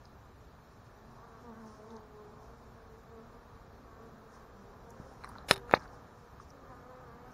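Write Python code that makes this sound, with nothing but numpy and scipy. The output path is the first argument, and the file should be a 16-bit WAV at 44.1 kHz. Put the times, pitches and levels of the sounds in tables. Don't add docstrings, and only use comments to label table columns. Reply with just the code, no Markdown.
import sys
import numpy as np
from scipy import signal
from scipy.fft import rfft, irfft
from scipy.io import wavfile
from scipy.ndimage import uniform_filter1d, minimum_filter1d

SR = 44100
rng = np.random.default_rng(int(sys.argv[2]) if len(sys.argv) > 2 else 0)


def ratio_of_db(decibels):
    return 10 ** (np.asarray(decibels, float) / 20)


def digitize_waveform(pressure):
    field = np.atleast_2d(pressure).T
    bounded = np.clip(field, -1, 1)
    quanta = np.round(bounded * 32767).astype(np.int16)
    wavfile.write(sys.argv[1], SR, quanta)


N = 323253

# (frequency [Hz], density [dB per Hz])
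TRAFFIC_COLOUR = [(59, -28.5), (100, 0), (187, -6), (264, -4.5), (324, -9.5), (385, -5.5), (515, -10),
                  (640, -7.5), (1210, -8.5), (1510, -14.5), (1720, -18), (2230, -35), (3200, -33.5),
                  (4160, -67), (7040, -120)]
# (time [s], level [dB])
TRAFFIC_SWELL = [(0.0, -59.5), (.5, -60.5), (1.04, -58), (1.75, -58), (2.6, -59.5), (3.65, -60),
                 (3.92, -57), (4.67, -59.5), (4.98, -57), (5.3, -57.5), (5.98, -56.5), (6.15, -58.5),
                 (6.94, -57), (7.33, -56.5)]
# (frequency [Hz], density [dB per Hz])
WIND_COLOUR = [(8.8, -57), (15, -9.5), (65, 5.5), (92, -2.5), (122, -1), (151, -5), (225, -15), (250, -17),
               (320, -30.5), (550, -120)]
# (time [s], level [dB])
BREEZE_SWELL = [(0.0, -59), (1.04, -59.5), (1.75, -61), (2.59, -58), (5.0, -60), (5.41, -54.5),
                (5.98, -58.5), (6.15, -62), (6.72, -56.5), (7.33, -62)]
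# (frequency [Hz], density [dB per Hz])
HISS_COLOUR = [(1060, -27), (1800, 1.5), (1940, -7), (2370, -5.5), (2900, -13), (3950, -7), (4660, -10),
               (5700, -9.5), (7450, -12), (7750, -22.5), (9680, -15.5), (10700, -18.5), (12600, -15.5),
               (13150, -8), (13600, -15.5), (15100, -15), (16000, -20)]
# (frequency [Hz], density [dB per Hz])
DRAUGHT_COLOUR = [(2500, -28), (4000, -11.5), (5500, 2), (7300, -7.5), (8200, -14.5), (9500, -6.5),
                  (11000, -29)]
# (time [s], level [dB], time near [s])
DRAUGHT_PUFFS = [(.06, -89, .015), (.72, -78, 0.033), (.87, -72.5, .015), (.96, -86, 0.022),
                 (1.15, -76, .07), (1.42, -81, 0.089), (1.71, -69, 0.12), (1.92, -76, 0.041),
                 (2.45, -76.5, .06), (2.63, -79, .1), (2.99, -79, 0.03), (3.25, -85.5, 0.11),
                 (4.05, -83, 0.05), (4.36, -73, 0.067), (4.6, -80.5, .05), (5.08, -72.5, 0.2),
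                 (5.31, -74, .08), (5.81, -67.5, .05), (5.94, -68.5, 0.031), (6.2, -77.5, .12),
                 (6.42, -67, 0.029), (6.5, -73, .012), (6.75, -81.5, 0.087), (7.33, -70, 0.039)]
HISS_DB, DRAUGHT_STILL_DB = -72.5, -91.5
DRAUGHT_HZ, DRAUGHT_DEPTH = 205, 0.68

# (time [s], octave tone level [dB])
SWARM_SWELL = [(0, -73.5), (1.0, -74.5), (2.3, -71.5), (3.2, -69.5), (3.6, -72), (4.1, -70), (4.9, -66),
               (5.4, -68.5), (6.3, -73.5), (7.33, -75)]
SWARM_BEATS = [208.6, 218.5, 231, 237.6, 195.7, 253, 270.3]

# (time [s], peak level [dB], frequency [Hz], scrape [ms])
FOOT_TICKS = [(.0538, -49, 4640, 1.2), (1.9051, -55, 3800, 3.1), (1.9659, -51, 4400, 1.5),
              (4.9055, -49.5, 6640, 0.69), (4.9037, -54.5, 11500, 1.4), (5.2896, -51, 9600, 3.0),
              (5.293, -56, 12400, 2.5), (5.7445, -34, 4040, 7), (5.745, -49, 5760, 9.9),
              (5.72, -46, 4000, 15), (5.725, -54, 13800, 9.0), (5.7255, -51, 6500, 6.0),
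              (5.733, -54, 10200, 13), (5.747, -52, 13100, 5.4), (5.244, -48.5, 8800, 3.4),
              (5.878, -55.5, 4180, 0.93), (6.504, -49.5, 5300, 1.6)]

# (multiple of the beat [1], level [dB])
UPPER_WING_TONES = [(5, 2.5), (6, -6), (7, -8), (8, -17), (9, -18.5)]
# (beat [dB], octave [dB], third [dB], fourth [dB], buzz [dB])
FROM_ABOVE = (-1, -7, -14.5, -14, -17.5)
FROM_BESIDE = (-11.5, -0.5, -11.5, -12.5, -13)
FROM_BEHIND = (-8.5, -5.5, -6.5, -14.5, -0.5)
AT_A_SLANT = (-9, -5.5, -7.5, -1, -9)
# (closest time [s], level [dB], wing beat [Hz], glide [Hz per s], time near [s])
PASSES_ABOVE = [(1.07, -63.5, 223, 90, 0.088), (1.49, -50, 231, -210, 0.049),
                (1.64, -49.5, 222, -120, 0.046), (1.93, -51, 226, -30.5, .055),
                (2.62, -67.5, 226.6, -2, 0.048), (3.22, -62.5, 229.3, 32, 0.078),
                (3.41, -67, 237.5, 20, .07), (3.94, -65, 227.4, -2, .05), (4.08, -59, 231, 42, 0.035),
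                (4.19, -60.5, 221.5, -25, .04), (4.62, -62.5, 196, 40.5, .07), (4.95, -62, 226, -41, 0.053),
                (5.655, -58, 241.7, 3.5, 0.05), (6.59, -59.5, 273, -55, 0.058),
                (6.77, -60.5, 263.8, 2.5, 0.081), (7.27, -58, 246.2, 38, .07)]
PASSES_BESIDE = [(4.7, -60, 201.3, 18, 0.049), (4.85, -60, 233.2, 3, 0.054), (5.09, -62.5, 266, 7.5, 0.081),
                 (5.655, -56.5, 241.8, 4, 0.052), (5.93, -63.5, 247.5, -33, .1),
                 (6.25, -63, 236.2, 6, 0.094), (6.55, -66, 247.5, 7.5, 0.055),
                 (6.69, -65.5, 263, -14, 0.042)]
PASSES_BEHIND = [(1.57, -61.5, 227, 401, 0.029), (1.71, -63, 212.2, -5.5, 0.075),
                 (5.95, -70, 243, -34, .06)]
PASSES_SLANTING = [(1.48, -63, 231, -150, .05), (1.62, -63, 223.6, -130, .04),
                   (1.83, -59.5, 212, 31.5, 0.054), (1.93, -63, 223.5, -1, .06), (2.36, -66, 215, 3, .04),
                   (6.715, -55, 251.3, -350, .02), (6.92, -60.5, 253, -350, .022),
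                   (7.02, -69, 200.6, 102, 0.029), (7.2, -68, 247.3, 59.5, .06),
                   (2.63, -69, 228.5, -0.5, .05), (3.36, -61, 236, -3, .04), (4.9, -66, 229.3, 0, 0.049)]
# (time [s], wing beat [Hz], level [dB], turn [0 above, .5 beside, 1 behind], extra buzz [dB])
HOVERING = [(1.13, 214, -76, 0.83, 0), (1.19, 219, -70, 0.81, 5.5), (1.25, 235, -63, 0.83, 2),
            (1.3, 226.7, -64, 0.68, 1), (1.35, 226.2, -59, 0.66, 4), (1.44, 220, -71, 0.78, 0)]
LANDING_BEE = [(1.76, 210.5, -55, 0.68, -2), (1.819, 212.2, -56.5, 0.7, -4), (1.9, 218.3, -60, 0.59, -5),
               (1.99, 214.7, -55, 0.41, 4), (2.09, 210.9, -64, 0.32, -18), (2.19, 211, -55, 0.55, 2),
               (2.29, 208, -59.5, 0.55, -8), (2.379, 214.4, -63, 0.64, 1), (2.48, 221, -58, 0.47, -2)]
FANNING_BEE = [(2.46, 223.8, -66, .5, 0), (2.53, 230.1, -57.5, .5, 0.24), (2.6, 228, -73, 0.35, 0),
               (2.75, 230, -62, 0.58, 0), (2.95, 222, -65, 0.51, 0), (3.05, 224.2, -65.5, 0.46, 0),
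               (3.18, 227.2, -58.5, 0.63, 2), (3.27, 223.6, -70, .4, 0), (3.4, 233, -63, .4, 0)]
SECOND_FANNING_BEE = [(3.48, 227.9, -69, 0.45, 0), (3.6, 230, -63.5, 0.68, 0), (3.75, 231.7, -70.5, .8, 0),
                      (3.93, 226.1, -64, 0.99, 0), (4.01, 224.9, -59, 0.69, 0), (4.2, 224, -73, .5, 0),
                      (4.36, 226.7, -62.5, .85, 0), (4.56, 224.4, -65.5, 0.68, 0),
                      (4.72, 234.4, -63, .5, 0)]
CIRCLING_BEE = [(6.6, 235, -70, 1, 3), (6.75, 247, -66, 0.98, 1), (6.82, 242, -62, 0.72, 1),
                (6.9, 252, -56.5, 0.58, 2.5), (7.02, 253.2, -60, 0.61, 3), (7.099, 231, -59.5, 0.82, 3),
                (7.17, 235.3, -60.5, 1, -3), (7.24, 251, -61, 1, -7), (7.35, 253, -59.5, 0.93, -4)]
# (waver [share of the beat], flutter [dB])
CALM_WINGS = (.004, 1.0)
FIDGETY_WINGS = (.016, 3.0)

# (time [s], peak level [dB], frequency
# [Hz], t60 [ms])
LIGHT_TAPS = [(5.239, -44, 1500, 8.7), (5.2375, -48, 2213, 6), (5.2386, -49, 4100, 13),
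              (5.245, -32, 1140, 12), (5.2448, -43, 2000, 6), (5.2445, -48, 4140, 8), (5.278, -49, 1200, 9),
              (5.2907, -45, 1150, 14), (5.2955, -46, 1090, 14), (5.307, -51, 1250, 9),
              (5.317, -43, 1200, 9), (5.334, -46, 1240, 10), (5.355, -38.5, 1250, 7.4),
              (5.361, -44, 1300, 12), (5.3843, -51, 1350, 9), (5.3843, -43.5, 4020, 5.1),
              (5.246, -54, 5370, 9), (5.256, -59, 5570, 6), (5.291, -56, 4800, 6), (5.412, -52, 1200, 9),
              (5.426, -59.5, 4070, 6.5), (5.5139, -33, 9700, 4), (5.5172, -31, 9400, 4),
              (5.5170, -27, 5200, 5), (5.6958, -35, 1340, 6.8), (5.7117, -46, 6840, 3.2),
              (5.738, -34, 3740, 6), (5.7462, -35, 3700, 7), (5.749, -36.5, 4160, 6.4),
              (5.7513, -35, 3770, 6.5), (5.7512, -39, 4770, 7), (5.7536, -38, 4180, 7),
              (5.7535, -50, 6100, 5.5), (5.7598, -48, 4950, 6.5), (5.7645, -57, 6100, 10),
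              (5.770, -57, 4330, 7.4), (5.796, -55, 5500, 5.1), (5.8025, -57, 5300, 8),
              (1.9062, -59, 6340, 5), (1.9662, -53, 6240, 4),
              (5.541, -46, 3740, 110), (5.55, -54, 4600, 6), (5.238, -42, 1000, 10), (5.252, -47, 1950, 9.2),
             (5.7435, -36, 2140, 7), (5.578, -44, 120, 45), (5.772, -41, 180, 25), (5, -40.5, 150, 25),
             (5, -43, 150, 22), (5.276, -49, 940, 12), (5.361, -41, 950, 13), (5.385, -44, 1100, 10),
             (5.389, -49, 660, 11), (5.412, -51, 870, 12), (5.445, -47, 750, 12), (5.2965, -47, 1000, 14),
             (5.768, -41, 1050, 12), (6.4, -40, 1170, 15), (5.857, -46, 1447, 10), (5.578, -53, 12200, 5),
             (5.823, -55, 4200, 5), (5.839, -58, 4900, 5)]
# (start [s], end [s], level [dB])
SCRABBLES = [
    (5.236, 5.453, -62.5),
    (5.539, 5.598, -58.5),
    (5.779, 5.866, -57),
]

# (time [s], blow level [dB], contact [ms], sharp edge level [dB], push + or pull - [1])
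SHELL_BUMPS = [
    (5.246, -38, 0.24, -16, 0.53),
    (5.5107, 3.5, 0.35, -1, 0.95),
    (5.5174, -25.5, 0.26, 3, 1),
    (5.56, -28, 0.34, -1, 0.54),
    (5.565, -31, 0.34, 1, 0.62),
    (5.578, -41, 0.24, 6.5, 0.88),
    (5.712, -24.5, 0.29, -5, -0.99),
    (5.7383, 3, 0.44, -50, -1.1),
]
# (frequency [Hz], level [dB], t60 [s])
BODY_MODES = [(151, -1.5, 0.012), (330, -14, 0.014), (586, -3, 0.011), (908, 3, 0.0058), (1280, 0.5, 0.01),
              (1570, -5.5, 0.013), (1795, 2, .012), (2150, -3.5, 0.01), (2400, -2.5, 0.0086)]
# (frequency [Hz], level [dB], t60 [s])
RIM_MODES = [(3095, 1.5, 0.0066), (3520, -3, 0.00983), (3770, 0, 0.0092), (4000, -4, 0.012),
             (5300, -1.5, .008), (6300, -12.5, .01), (7055, -15.5, 0.011), (7950, -16, .01),
             (9370, 2.5, 0.0036), (9930, -6, 0.0068), (10710, -10, 0.0074), (11400, -20, 0.0063),
             (12350, -20, 0.0076), (14200, -20, .008)]
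BODY_TOP_HZ, FULL_DB = 2750, -1.2
# (frequency [Hz], level [dB], t60 [s])
LOOSE_MODES = [(390, -37.5, 0.31), (3700, -40, 0.12), (3770, -41, .11), (89, -32, .035)]
# (frequency [Hz], level [dB], t60 [s])
PANEL_MODES = [(165, -27.5, 0.028), (935, -17.5, .03), (1284, -12, .02)]
LOOSE_S, PANEL_S = 5.511, 5.5106

# (frequency [Hz], width [Hz])
KNOCK_NULLS = [(35.05, 31), (1087, 110), (3170, 170), (4540, 260), (4660, 150), (5900, 300), (8400, 850),
               (8100, 320), (8300, 400), (11080, 200), (13600, 500), (16100, 2200)]
# (frequency [Hz], width [Hz])
EMPTY_BANDS = [(6120, 120), (6760, 68), (7370, 170), (10080, 70), (10380, 80), (11600, 110), (12080, 70),
               (12660, 90), (13080, 160), (14700, 140), (15400, 200)]
# (frequency [Hz], share [1])
TONE_DROPS = [(1500, 0.14), (3000, 0.62), (6000, 1.005), (7500, 1.12), (11000, 1.52), (13000, 1.5),
              (15500, 1.5)]
# (frequency [Hz], share [1])
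LOUD_TONE_DROPS = [(5600, 0.028), (5900, 0.65), (7900, 1), (8200, 1), (8500, 0.8), (8800, 0.097),
                   (10100, 0.011), (10400, 0.54), (15000, .4)]
TOP_HZ = 15750
BLOCK_S, BLOCK_START_S = 1024 / 48000, 5.4818


def curve(table):
    s, *columns = np.transpose(table)
    return [np.interp(np.arange(N) / SR, s, c) for c in columns]


def walk(rate):
    k = int(SR / rate)
    held = np.repeat(rng.standard_normal(N // k + 1), k)
    return 1.3 * uniform_filter1d(uniform_filter1d(held, k), k)[:N]


def coloured(colour, flicker_db, rate, count=6):
    hz, db = np.transpose(colour)
    f = np.log(np.maximum(np.fft.rfftfreq(N, 1 / SR), 1))
    spectrum = rfft(rng.standard_normal(N)) * ratio_of_db(np.interp(f, np.log(hz), db, -200, -200))
    centres = np.linspace(np.log(hz[0]), np.log(hz[-1]), count)
    out = np.zeros(N)
    for row in np.eye(count):
        band = irfft(spectrum * np.interp(f, centres, row), N)
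        out += band * ratio_of_db(flicker_db * walk(rate))
    return out / np.std(out)


def near(t, closest_s, near_s):
    return 1 / (1 + ((t - closest_s) / near_s) ** 2)


def garden():
    t = np.arange(N) / SR
    traffic = ratio_of_db(curve(TRAFFIC_SWELL)[0] + 1) * coloured(TRAFFIC_COLOUR, flicker_db=1.2, rate=9, count=8)
    wind = ratio_of_db(curve(BREEZE_SWELL)[0]) * coloured(WIND_COLOUR, flicker_db=1.5, rate=9.8, count=4)
    hiss = ratio_of_db(HISS_DB + 2.5) * coloured(HISS_COLOUR, flicker_db=0.15, rate=20, count=8)
    gain = ratio_of_db(DRAUGHT_STILL_DB)
    for s, db, near_s in DRAUGHT_PUFFS:
        gain = gain + ratio_of_db(db - 2.5) * near(t, s, near_s) ** 2
    beat = np.cumsum(DRAUGHT_HZ * (1 + 0.012 * walk(9))) / SR
    gain = gain * (1 + DRAUGHT_DEPTH * np.cos(2 * np.pi * beat))
    draught = gain * coloured(DRAUGHT_COLOUR, flicker_db=2.0, rate=35, count=4)
    return traffic + wind + hiss + draught


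def swarm(drift=.022, come_and_go_db=1.0):
    out = np.zeros(N)
    tone_levels = [(1, -4.5), (2, 0), (3, -7), (4, -10.5), (5, -8), (6, -12)]  # (multiple, dB)
    for hz in SWARM_BEATS:
        phase = 2 * np.pi * np.cumsum(hz * (1 + drift * walk(7))) / SR
        tones = sum(ratio_of_db(db) * np.sin(k * phase) for k, db in tone_levels)
        out += ratio_of_db(come_and_go_db * walk(6.7)) * tones
    return ratio_of_db(curve(SWARM_SWELL)[0] - 2.5) * out


def add(out, s, sound):
    i = int(s * SR)
    out[i:i + len(sound)] += sound[:len(out) - i]


def leak_start(s):
    return BLOCK_START_S + (np.floor((s + .001 - BLOCK_START_S) / BLOCK_S) - 1) * BLOCK_S


def smear(sound, smear_db, flatten):
    size = int(3 * BLOCK_S * SR)
    colour = uniform_filter1d(np.abs(rfft(sound[:size])), size=5) ** flatten
    leak = irfft(colour * rfft(rng.standard_normal(size)), size)
    leak = leak / np.std(leak) * np.std(sound[:size])
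    return ratio_of_db(smear_db) * leak * signal.windows.tukey(size, .2)


def ticks(width=0.27):
    out = np.zeros(N)
    t = np.arange(3000) / SR
    for s, db, hz, ms in FOOT_TICKS:
        edges = (hz * (1 - width / 2), hz * (1 + width / 2))
        band = signal.butter(3, edges, "band", fs=SR, output="sos")
        puff = signal.sosfilt(band, rng.standard_normal(len(t)) * np.exp(-1000 * t / ms))
        puff = ratio_of_db(db) * puff / np.max(np.abs(puff))
        add(out, s, puff)
        add(out, leak_start(s), smear(puff, smear_db=-11, flatten=0.33))
    return out


def bee(air, t, hz, gain, side_db, waver=0.011, flutter_db=2.5, fade_s=0.035):
    wobble, flutter = air
    start = rng.random(10)
    at = (t * SR).astype(int) + int(start[0] * N)
    fade = np.clip(np.minimum(t - t[0], t[-1] - t) / fade_s, 0, 1)
    phase = 2 * np.pi * np.cumsum(hz * (1 + waver * wobble[at % N])) / SR
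    *low_db, buzz_db = side_db
    tones = list(enumerate(low_db, 1))
    tones += [(k, buzz_db + db) for k, db in UPPER_WING_TONES]
    out = np.zeros(len(t))
    for k, db in tones:
        level = ratio_of_db(db + flutter_db * flutter[(at - 9000 * k) % N])
        out += level * np.sin(k * phase + 2 * np.pi * start[k])
    return np.sqrt(2) * fade * gain * out


def flights(reach=3.0):
    out = np.zeros(N)
    air = walk(25), walk(13)
    for passes, side_db in ((PASSES_ABOVE, FROM_ABOVE), (PASSES_BESIDE, FROM_BESIDE),
                            (PASSES_BEHIND, FROM_BEHIND), (PASSES_SLANTING, AT_A_SLANT)):
        for s, db, hz, glide, near_s in passes:
            t = np.arange(s - reach * near_s, s + reach * near_s, 1 / SR)
            add(out, t[0], bee(air, t, hz + glide * (t - s), ratio_of_db(db) * near(t, s, near_s), side_db))
    for flight, restless in ((HOVERING, CALM_WINGS), (LANDING_BEE, CALM_WINGS), (FANNING_BEE, FIDGETY_WINGS),
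                             (SECOND_FANNING_BEE, FIDGETY_WINGS), (CIRCLING_BEE, CALM_WINGS)):
        s, *columns = np.transpose(flight)
        t = np.arange(s[0], s[-1], 1 / SR)
        hz, db, turn, buzz_db = (np.interp(t, s, c) for c in columns)
        sides = zip(FROM_ABOVE, FROM_BESIDE, FROM_BEHIND)
        side_db = [np.interp(turn, (0, .5, 1), tone) for tone in sides]
        side_db[4] = side_db[4] + buzz_db
        add(out, t[0], bee(air, t, hz, ratio_of_db(db), side_db, *restless))
    return out


def taps(rise_ms=.5):
    out = np.zeros(N)
    ms = np.arange(3000) / SR * 1000
    for s, db, hz, t60_ms in LIGHT_TAPS:
        decay = np.exp(-np.log(1000) * ms / t60_ms)
        tone = np.sin(2 * np.pi * hz * ms / 1000) * decay * (1 - np.exp(-ms / rise_ms)) ** 2
        tone = ratio_of_db(db) * tone / np.max(np.abs(tone))
        add(out, s - rise_ms / 1000, tone)
        add(out, leak_start(s), smear(tone, smear_db=-10, flatten=0.6))
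    return out


def ring(modes, detune):
    t = np.arange(int(.3 * SR)) / SR
    out = np.zeros(len(t))
    for (hz, db, t60), d in zip(modes, detune):
        out += ratio_of_db(db) * np.sin(2 * np.pi * hz * d * t) * np.exp(-np.log(1000) * t / t60)
    return out


def scrabble(rate=450, spread_db=1.5):
    t = np.arange(N) / SR
    gain = sum(ratio_of_db(db) * ((t > a) & (t < b)) for a, b, db in SCRABBLES)
    size = ratio_of_db(spread_db * rng.exponential(size=N))
    steps = (rng.random(N) < rate / SR) * size * rng.choice([-1, 1], N)
    soft = np.diff(np.hanning(32))
    knock = np.convolve(ring(BODY_MODES[3:6], np.ones(3))[:2000], soft)
    return signal.fftconvolve(gain * steps, knock)[:N]


def bumps(scatter=0.012, release=0.38):
    out = np.zeros(N)
    padding = signal.ellip(6, 1, 45, BODY_TOP_HZ, fs=SR, output="sos")
    for s, blow_db, contact_ms, edge_db, sign in SHELL_BUMPS:
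        detune = 1 + scatter * rng.standard_normal(len(BODY_MODES) + len(RIM_MODES))
        t = np.arange(-3 * contact_ms, 3 * contact_ms, 1000 / SR)
        push = np.exp(-(t / np.where(t < 0, contact_ms, release * contact_ms)) ** 2)
        body = np.convolve(ring(BODY_MODES, detune), np.diff(push))
        body = signal.sosfilt(padding, body)
        body = sign * ratio_of_db(min(blow_db, FULL_DB)) * body / np.max(np.abs(body))
        rim = ratio_of_db(blow_db + edge_db) * ring(RIM_MODES, detune[len(BODY_MODES):]) / 3
        rim = rim * (1 - np.exp(-np.arange(len(rim)) / SR / 0.00023)) ** 2
        add(out, s - 3 * contact_ms / 1000 - .00004, body)
        add(out, s - .0001, rim)
        leak = smear(body, smear_db=-18, flatten=0.54) + smear(rim, smear_db=-13.5, flatten=0.45)
        add(out, leak_start(s), leak)
    return out


def loose():
    out = np.zeros(N)
    add(out, LOOSE_S, ring(LOOSE_MODES, np.ones(len(LOOSE_MODES))))
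    add(out, PANEL_S, -ring(PANEL_MODES, np.ones(len(PANEL_MODES))))
    return out


def port(x):
    for hz, width_hz in KNOCK_NULLS:
        x = signal.lfilter(*signal.iirnotch(hz, hz / width_hz, SR), x)
    for hz, width_hz in EMPTY_BANDS:
        x = signal.filtfilt(*signal.iirnotch(hz, hz / width_hz, SR), x)
    return x


def scene():
    surroundings = garden() + swarm()
    shell = ticks() + taps() + scrabble() + port(bumps()) + loose()
    return (surroundings + flights() + shell)[None]


def thin(x):
    size = 2 * int(BLOCK_S * SR)
    lead = -int(BLOCK_START_S * SR) % (size // 2)
    f, _, z = signal.stft(np.pad(x, (lead, 0)), SR, "cosine", size)
    band = np.sqrt(uniform_filter1d(np.abs(z) ** 2, size=24, axis=0))
    follow = np.interp(f, *np.transpose(LOUD_TONE_DROPS))[:, None]
    usual = np.maximum(np.median(band, axis=1)[:, None], follow * band)
    share = np.interp(f, *np.transpose(TONE_DROPS))[:, None]
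    keep = (np.abs(z) > share * usual) & (f < TOP_HZ)[:, None]
    return signal.istft(z * keep, SR, "cosine", size)[1][lead:lead + N]


def ceiling(x, top=.96, hold_s=.004):
    k = int(hold_s * SR)
    gain = minimum_filter1d(np.minimum(1, top / (np.abs(x) + 1e-9)), 2 * k)
    return x * uniform_filter1d(gain, k)


def band_limit(x):
    return signal.sosfilt(signal.butter(12, 16450, fs=SR, output="sos"), x)


def record(dry):
    mix = ceiling(thin(dry[0]))[None]
    return band_limit(mix)


dry = scene()
out = record(dry)
digitize_waveform(out)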